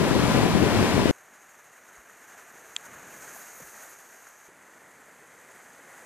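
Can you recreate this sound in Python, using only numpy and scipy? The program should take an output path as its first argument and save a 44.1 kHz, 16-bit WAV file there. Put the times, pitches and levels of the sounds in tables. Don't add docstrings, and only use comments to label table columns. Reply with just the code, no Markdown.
import sys
import numpy as np
from scipy import signal
from scipy.fft import rfft, irfft
from scipy.io import wavfile
from scipy.ndimage import uniform_filter1d

SR = 44100
rng = np.random.default_rng(int(sys.argv[2]) if len(sys.argv) > 2 else 0)


def bounce(signal):
    frames = np.transpose(np.atleast_2d(signal))
    limited = np.clip(frames, -1, 1)
    pcm = np.round(limited * 32767).astype(np.int16)
    wavfile.write(sys.argv[1], SR, pcm)


N = 266805
TIME = np.arange(N) / SR
FREQS = np.maximum(np.arange(N // 2 + 1) * SR / N, 1)
ON_BOAT_S, CALMER_S = 1.1115, 4.483
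CHURN_TOP_HZ, SPRAY_FROM_HZ, CUTOFF_HZ = 600, 4000, 14900


def from_db(db):
    return 10 ** (np.asarray(db) / 20)


def rms_one(x):
    return x / np.sqrt(np.mean(x ** 2) + 1e-20)


def at_hz(points):
    hz, value = np.transpose(points)
    return np.interp(np.log(FREQS), np.log(hz), value)


def below(hz, order=4):
    return 1 / np.sqrt(1 + (FREQS / hz) ** (2 * order))


def above(hz, order=4):
    return 1 / np.sqrt(1 + (hz / FREQS) ** (2 * order))


def colour(x, gain):
    return irfft(rfft(x) * gain, N)


def around(s, reach_s):
    return slice(max(int((s - reach_s) * SR), 0), int((s + reach_s) * SR))


def humps(rows):
    out = np.zeros(N)
    for s, db, half_s in rows:
        span = around(s, np.pi * half_s)
        out[span] += db * np.exp(-((TIME[span] - s) / half_s) ** 2)
    return out


def drift(rate_hz):
    step, warm_up = 40, 2000
    decay = np.exp(-2 * np.pi * step * rate_hz / SR)
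    noise = rng.standard_normal(N // step + warm_up + 2)
    slow = signal.lfilter([1], [1, -2 * decay, decay * decay], noise)[warm_up:]
    return np.interp(np.arange(N) / step, np.arange(len(slow)), rms_one(slow))


def bubbles(per_s, spread_db, cycles, low_hz, high_hz, pitches=20):
    starts = np.flatnonzero(rng.random(N) < per_s / SR)
    sizes = from_db(spread_db * np.minimum(rng.exponential(1, len(starts)), 4))
    sizes *= rng.choice([-1, 1], len(starts))
    pitch_of = rng.integers(0, pitches, len(starts))
    out = np.zeros(N)
    for k, hz in enumerate(np.geomspace(low_hz, min(high_hz, SR / 2.2), pitches)):
        clicks = np.full(N, 1e-18)
        clicks[starts[pitch_of == k]] = sizes[pitch_of == k]
        decay = np.exp(-np.log(1000) * hz / (cycles * SR))
        ringing = [1, -2 * decay * np.cos(2 * np.pi * hz / SR), decay * decay]
        out += signal.lfilter([1 - decay, 0, decay - 1], ringing, clicks)
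    return rms_one(out)


def swell_ring(start, hz, swell_s):
    out = np.zeros(N)
    span = slice(int(start * SR), int(start * SR) + SR // 2)
    age = np.maximum(TIME[span] - start, 0)
    out[span] = age / swell_s * np.exp(1 - age / swell_s) * np.sin(2 * np.pi * hz * age)
    return out


# f/Hz, level/dB
ROAR_TONE = [(40, -16), (100, -10.5), (220, -2.5), (340, -2.5), (550, -6.5), (850, -9.5), (1300, -12.5),
             (2300, -15), (4000, -20.5), (7000, -27), (10000, -32), (14500, -40)]
# f/Hz, width/Hz, boost/dB
ROAR_RINGS = [(755, 40, 0.5), (999, 66, 5.5)]
# f/Hz, left minus right/dB
ROAR_LEFT_LEAN = [(200, 1.6), (800, 2.3), (2000, 5.6), (5500, 6.7), (9000, 7.7), (15000, 11.3)]
# f/Hz, likeness (0 to 1)
SIDE_LIKENESS = [(200, 0.93), (850, 0.92), (1700, 0.83), (3400, 0.39), (6500, 0.45), (12000, .25)]
# t/s, boost/dB, half length/s
COLLAPSING_WAVES = [(.33, 1.94, .13), (.83, 1.7, 0.15)]
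def roar(level_db=-26.0, left_delay_s=0.00018, right_delay_s=0.000095):
    rings_db = sum(db / (1 + (2 * (FREQS - hz) / width) ** 2) for hz, width, db in ROAR_RINGS)
    tone = rms_one(from_db(at_hz(ROAR_TONE) + rings_db) * above(30))
    water = rfft(rms_one(rng.standard_normal(N) + 0.5 * bubbles(6000, 2.4, 12.0, 313, 11700)))
    alike, lean_db = np.clip(at_hz(SIDE_LIKENESS), 0, 1), at_hz(ROAR_LEFT_LEAN)
    mics = []
    for side, delay_s in ((0.98, left_delay_s), (-1.1, right_delay_s)):
        shared = np.sqrt(alike) * water * np.exp(-2j * np.pi * FREQS * delay_s)
        scattered = np.sqrt(1 - alike) * rfft(rng.standard_normal(N))
        mics.append(irfft((shared + scattered) * tone * from_db(side * lean_db / 2), N))
    return from_db(level_db + humps(COLLAPSING_WAVES)) * np.array(mics)


# f/Hz, level/dB
LEFT_WIND_TONE = [(15, -28), (40, -16), (80, -3.5), (140, -.5), (240, .5), (450, -8.5), (700, -17),
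                  (1500, -35)]
RIGHT_WIND_TONE = [(15, -28), (40, -16), (80, 0.5), (125, -0.5), (200, -3), (350, -8), (800, -39)]
# t/s, level change/dB, half length/s
LEFT_GUSTS = [(.075, -6.5, 0.023), (.305, -3.5, 0.021), (.4, 0.5, .05), (.508, -9, 0.029), (.57, 4, 0.023),
              (.7, -2.5, 0.07), (.81, 2.5, 0.021), (.89, -11.5, .03), (1.04, -3.5, 0.044)]
# t/s, level/dB, f/Hz
AIR_SLAPS = [(.168, -8, 190), (.378, -5.5, 330), (.463, -7, 266), (.561, -13, 240), (.828, -6.5, 290),
             (.980, -6, 267), (1.058, -5, 260)]
def wind(left_db=-18.5, right_db=-27.5, flutter_db=1.98):
    mics = []
    for gust_db, tone in ((left_db + humps(LEFT_GUSTS), LEFT_WIND_TONE), (right_db, RIGHT_WIND_TONE)):
        swirls = colour(rng.standard_normal(N), from_db(at_hz(tone)) * below(1500))
        swirls /= np.sqrt(uniform_filter1d(swirls ** 2, size=2600))
        mics.append(swirls * from_db(gust_db + flutter_db * drift(43)))
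    for s, db, hz in AIR_SLAPS:
        span = around(s, 1 / hz)
        phase = 2 * np.pi * hz * (TIME[span] - s)
        mics[0][span] -= from_db(db) * phase * np.exp((1 - phase ** 2) / 2)
    return np.array(mics)


# t/s, level/dB
WAVE_LIVELINESS = [(1.15, -55), (1.61, -56), (2.86, -52), (3.01, -49.5), (3.16, -49), (3.85, -52),
                   (3.97, -53), (4.34, -56), (4.47, -56)]
# f/Hz, level/dB
WAVE_WATER_TONE = [(15, -54), (25, -20), (206, -7.5), (311, -5.5), (395, -3), (480, -3), (680, -3),
                   (1050, -4.5), (1620, 0), (1890, -2.5), (3470, -19.5), (4500, -15.5), (5850, -47),
                   (9900, -120)]
WAVE_SPRAY_TONE = [(2060, -45), (3500, -14), (4050, -14), (5300, -13.5), (6510, 1.5), (7720, -8),
                   (8890, -8), (10100, -12.5), (13600, -9.5), (14400, -18), (15000, -35)]
# f/Hz, level/dB
CALM_WATER_TONE = [(15, -62), (25, -32), (64, -15.5), (220, -6.5), (354, -4.5), (547, -4), (774, -4.5),
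                   (1000, -4.5), (1250, -5.5), (1390, -2.5), (1930, -3), (2790, -16.5), (4500, -24),
                   (5850, -55), (9900, -120)]
CALM_SPRAY_TONE = [(2060, -40), (3500, -7), (5590, -10.5), (6200, -0.5), (6590, 0), (8720, -5),
                   (11000, -9.5), (13600, -9), (14600, -19), (15000, -34)]
# t/s, boost/dB
PADDLE_STROKES = [(1.95, 1.5), (2.38, 2), (2.9, 2.5), (3.34, 0.9), (3.86, 3.3), (4.26, 2.0), (4.75, 0.5),
                  (5.57, 0.8), (5.97, 2)]
def water_on_boat(lively_db, water_tone, spray_tone, churn_db, spray_db,
                  churn_follows, spray_follows, fizz_share, spurt_db):
    quiet_db, stroke_half_s = -55, 0.077
    churn_lead_s, spray_lag_s = 0.058, 0.07
    stir_db = lively_db - quiet_db
    stroke_db = humps((s, db, stroke_half_s) for s, db in PADDLE_STROKES)
    churn_level = churn_db + churn_follows * np.interp(TIME + churn_lead_s, TIME, stir_db)
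    foam_level = lively_db + stroke_db
    spray_level = spray_db + spray_follows * np.interp(TIME - spray_lag_s, TIME, stir_db) + stroke_db
    water_gain, spray_gain = from_db(at_hz(water_tone)), from_db(at_hz(spray_tone))
    gurgle = rng.standard_normal(N) + 0.16 * bubbles(400, 2.8, 12.4, 136, 680)
    rush = rng.standard_normal(N) + 0.25 * bubbles(2500, 2.8, 9.3, 532, 3600)
    fizz = rng.standard_normal(N) + fizz_share * bubbles(5000, 3.3, 3.1, 4300, 13700)
    churn = rms_one(colour(gurgle, water_gain * below(CHURN_TOP_HZ)))
    foam = rms_one(colour(rush, water_gain * above(CHURN_TOP_HZ) * below(SPRAY_FROM_HZ, order=10)))
    spray = rms_one(colour(fizz, spray_gain * above(SPRAY_FROM_HZ, order=10)))
    spurts = spurt_db * drift(23)
    return (churn * from_db(churn_level)
            + foam * from_db(foam_level + spurts / 2)
            + spray * from_db(spray_level + spurts))


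# t/s, level/dB, f/Hz
HULL_KNOCKS = [(1.325, -58, 248), (1.887, -46, 1500), (1.978, -59, 58), (2.096, -48, 1300),
               (2.553, -49, 360), (2.922, -54, 150), (3.363, -42, 800), (3.601, -42.5, 520),
               (3.606, -49, 262), (3.617, -48.5, 159), (3.64, -61, 65), (4.269, -43, 1520),
               (4.486, -47.5, 368), (4.518, -53, 312), (4.551, -54, 342), (5.085, -53, 580)]
def hull_knocks(swell_at_400_hz_s=0.0025):
    return sum(from_db(db) * swell_ring(s, hz, swell_at_400_hz_s * (400 / hz) ** 0.6)
               for s, db, hz in HULL_KNOCKS)


# f/Hz, level relative to the big drop/dB, time to swell/s
CASE_TONES = [(1300, -19, 0.00092), (2020, -16, 0.001), (2740, -11, 0.00068), (3300, 2.5, 0.00051),
              (3680, -11, 0.001), (4200, -10, 0.00054), (6460, -11, 0.00063), (7400, -4.5, 0.00047),
              (8700, -15.5, 0.00046)]
# t/s, level before the boost/dB
SMALL_DROPS = [(1.6442, -47), (1.957, -49), (2.0946, -49), (2.4389, -44), (2.5247, -44), (3.0744, -40),
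               (3.8337, -39), (3.9888, -40), (4.2243, -45), (4.2892, -40)]
def drops(big_drop_s=2.7641, big_drop_db=-18, tick_boost_db=2.0, tick_hz=10500):
    out = sum(from_db(big_drop_db + db) * swell_ring(big_drop_s, hz, swell_s)
              for hz, db, swell_s in CASE_TONES)
    sizes = rng.uniform(0.86, 1.25, len(SMALL_DROPS))
    for (s, db), size in zip(SMALL_DROPS, sizes):
        out += from_db(db + tick_boost_db) * swell_ring(s, tick_hz / size, swell_s=0.00008)
    return out


# f/Hz, level/dB
PLOUGH_TONE = [(15, -28), (40, -13), (80, -7), (130, -0.5), (250, 1.5), (400, -7), (700, -26), (2000, -60)]
def plough(start_s=2.77, level_db=-61, rise_s=0.13, hold_s=0.32, fall_s=0.25):
    corners = start_s + np.cumsum([0, rise_s, hold_s, fall_s])
    push = np.interp(TIME, corners, [0, 1, 1, 0])
    rumble = rms_one(colour(rng.standard_normal(N), from_db(at_hz(PLOUGH_TONE))))
    return from_db(level_db) * push * rumble


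def froth(start_s=3.07, level_db=-54.5, swell_s=0.43):
    age = np.maximum(TIME - start_s, 0) / swell_s
    tone = from_db(at_hz(WAVE_SPRAY_TONE)) * above(SPRAY_FROM_HZ, order=10)
    fizz = rms_one(colour(rng.standard_normal(N), tone))
    return from_db(level_db) * age * np.exp(1 - age) * fizz


# t/s, level/dB, time to swell/s
NEAR_SPLASHES = [(3.07, -60, .09), (3.325, -53, 0.041), (3.53, -55, 0.047), (3.64, -61, .04),
                 (3.815, -55, .018), (3.89, -55, .014)]
def splashes(from_hz=10500):
    patter = rng.standard_normal(N) + bubbles(4000, 3.3, 3, 7000, 15000)
    shower = rms_one(colour(patter, above(from_hz, order=3) * below(CUTOFF_HZ, order=40)))
    strength = np.zeros(N)
    for s, db, swell_s in NEAR_SPLASHES:
        age = np.maximum(TIME - s, 0) / swell_s
        strength += from_db(db) * age * np.exp(1 - age)
    return shower * strength


def scene(calm_start_db=-56, approach_db_per_s=2):
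    wave_db = np.interp(TIME, *np.transpose(WAVE_LIVELINESS))
    calm_db = calm_start_db + approach_db_per_s * (TIME - CALMER_S)
    wave = water_on_boat(wave_db, WAVE_WATER_TONE, WAVE_SPRAY_TONE, churn_db=-64.5, spray_db=-59.5,
                         churn_follows=1.21, spray_follows=1.28, fizz_share=0.58, spurt_db=1.5)
    calm = water_on_boat(calm_db, CALM_WATER_TONE, CALM_SPRAY_TONE, churn_db=-61.5, spray_db=-61.0,
                         churn_follows=0.99, spray_follows=1.3, fizz_share=0.64, spurt_db=0.5)
    water = np.where(TIME < CALMER_S, wave + plough() + froth(), calm)
    boat = water + splashes() + drops() + hull_knocks()
    bank = roar() + wind()
    return np.where(TIME < ON_BOAT_S, bank, boat)


def record(dry):
    return colour(dry, below(CUTOFF_HZ, order=80))


dry = scene()
out = record(dry)
bounce(out)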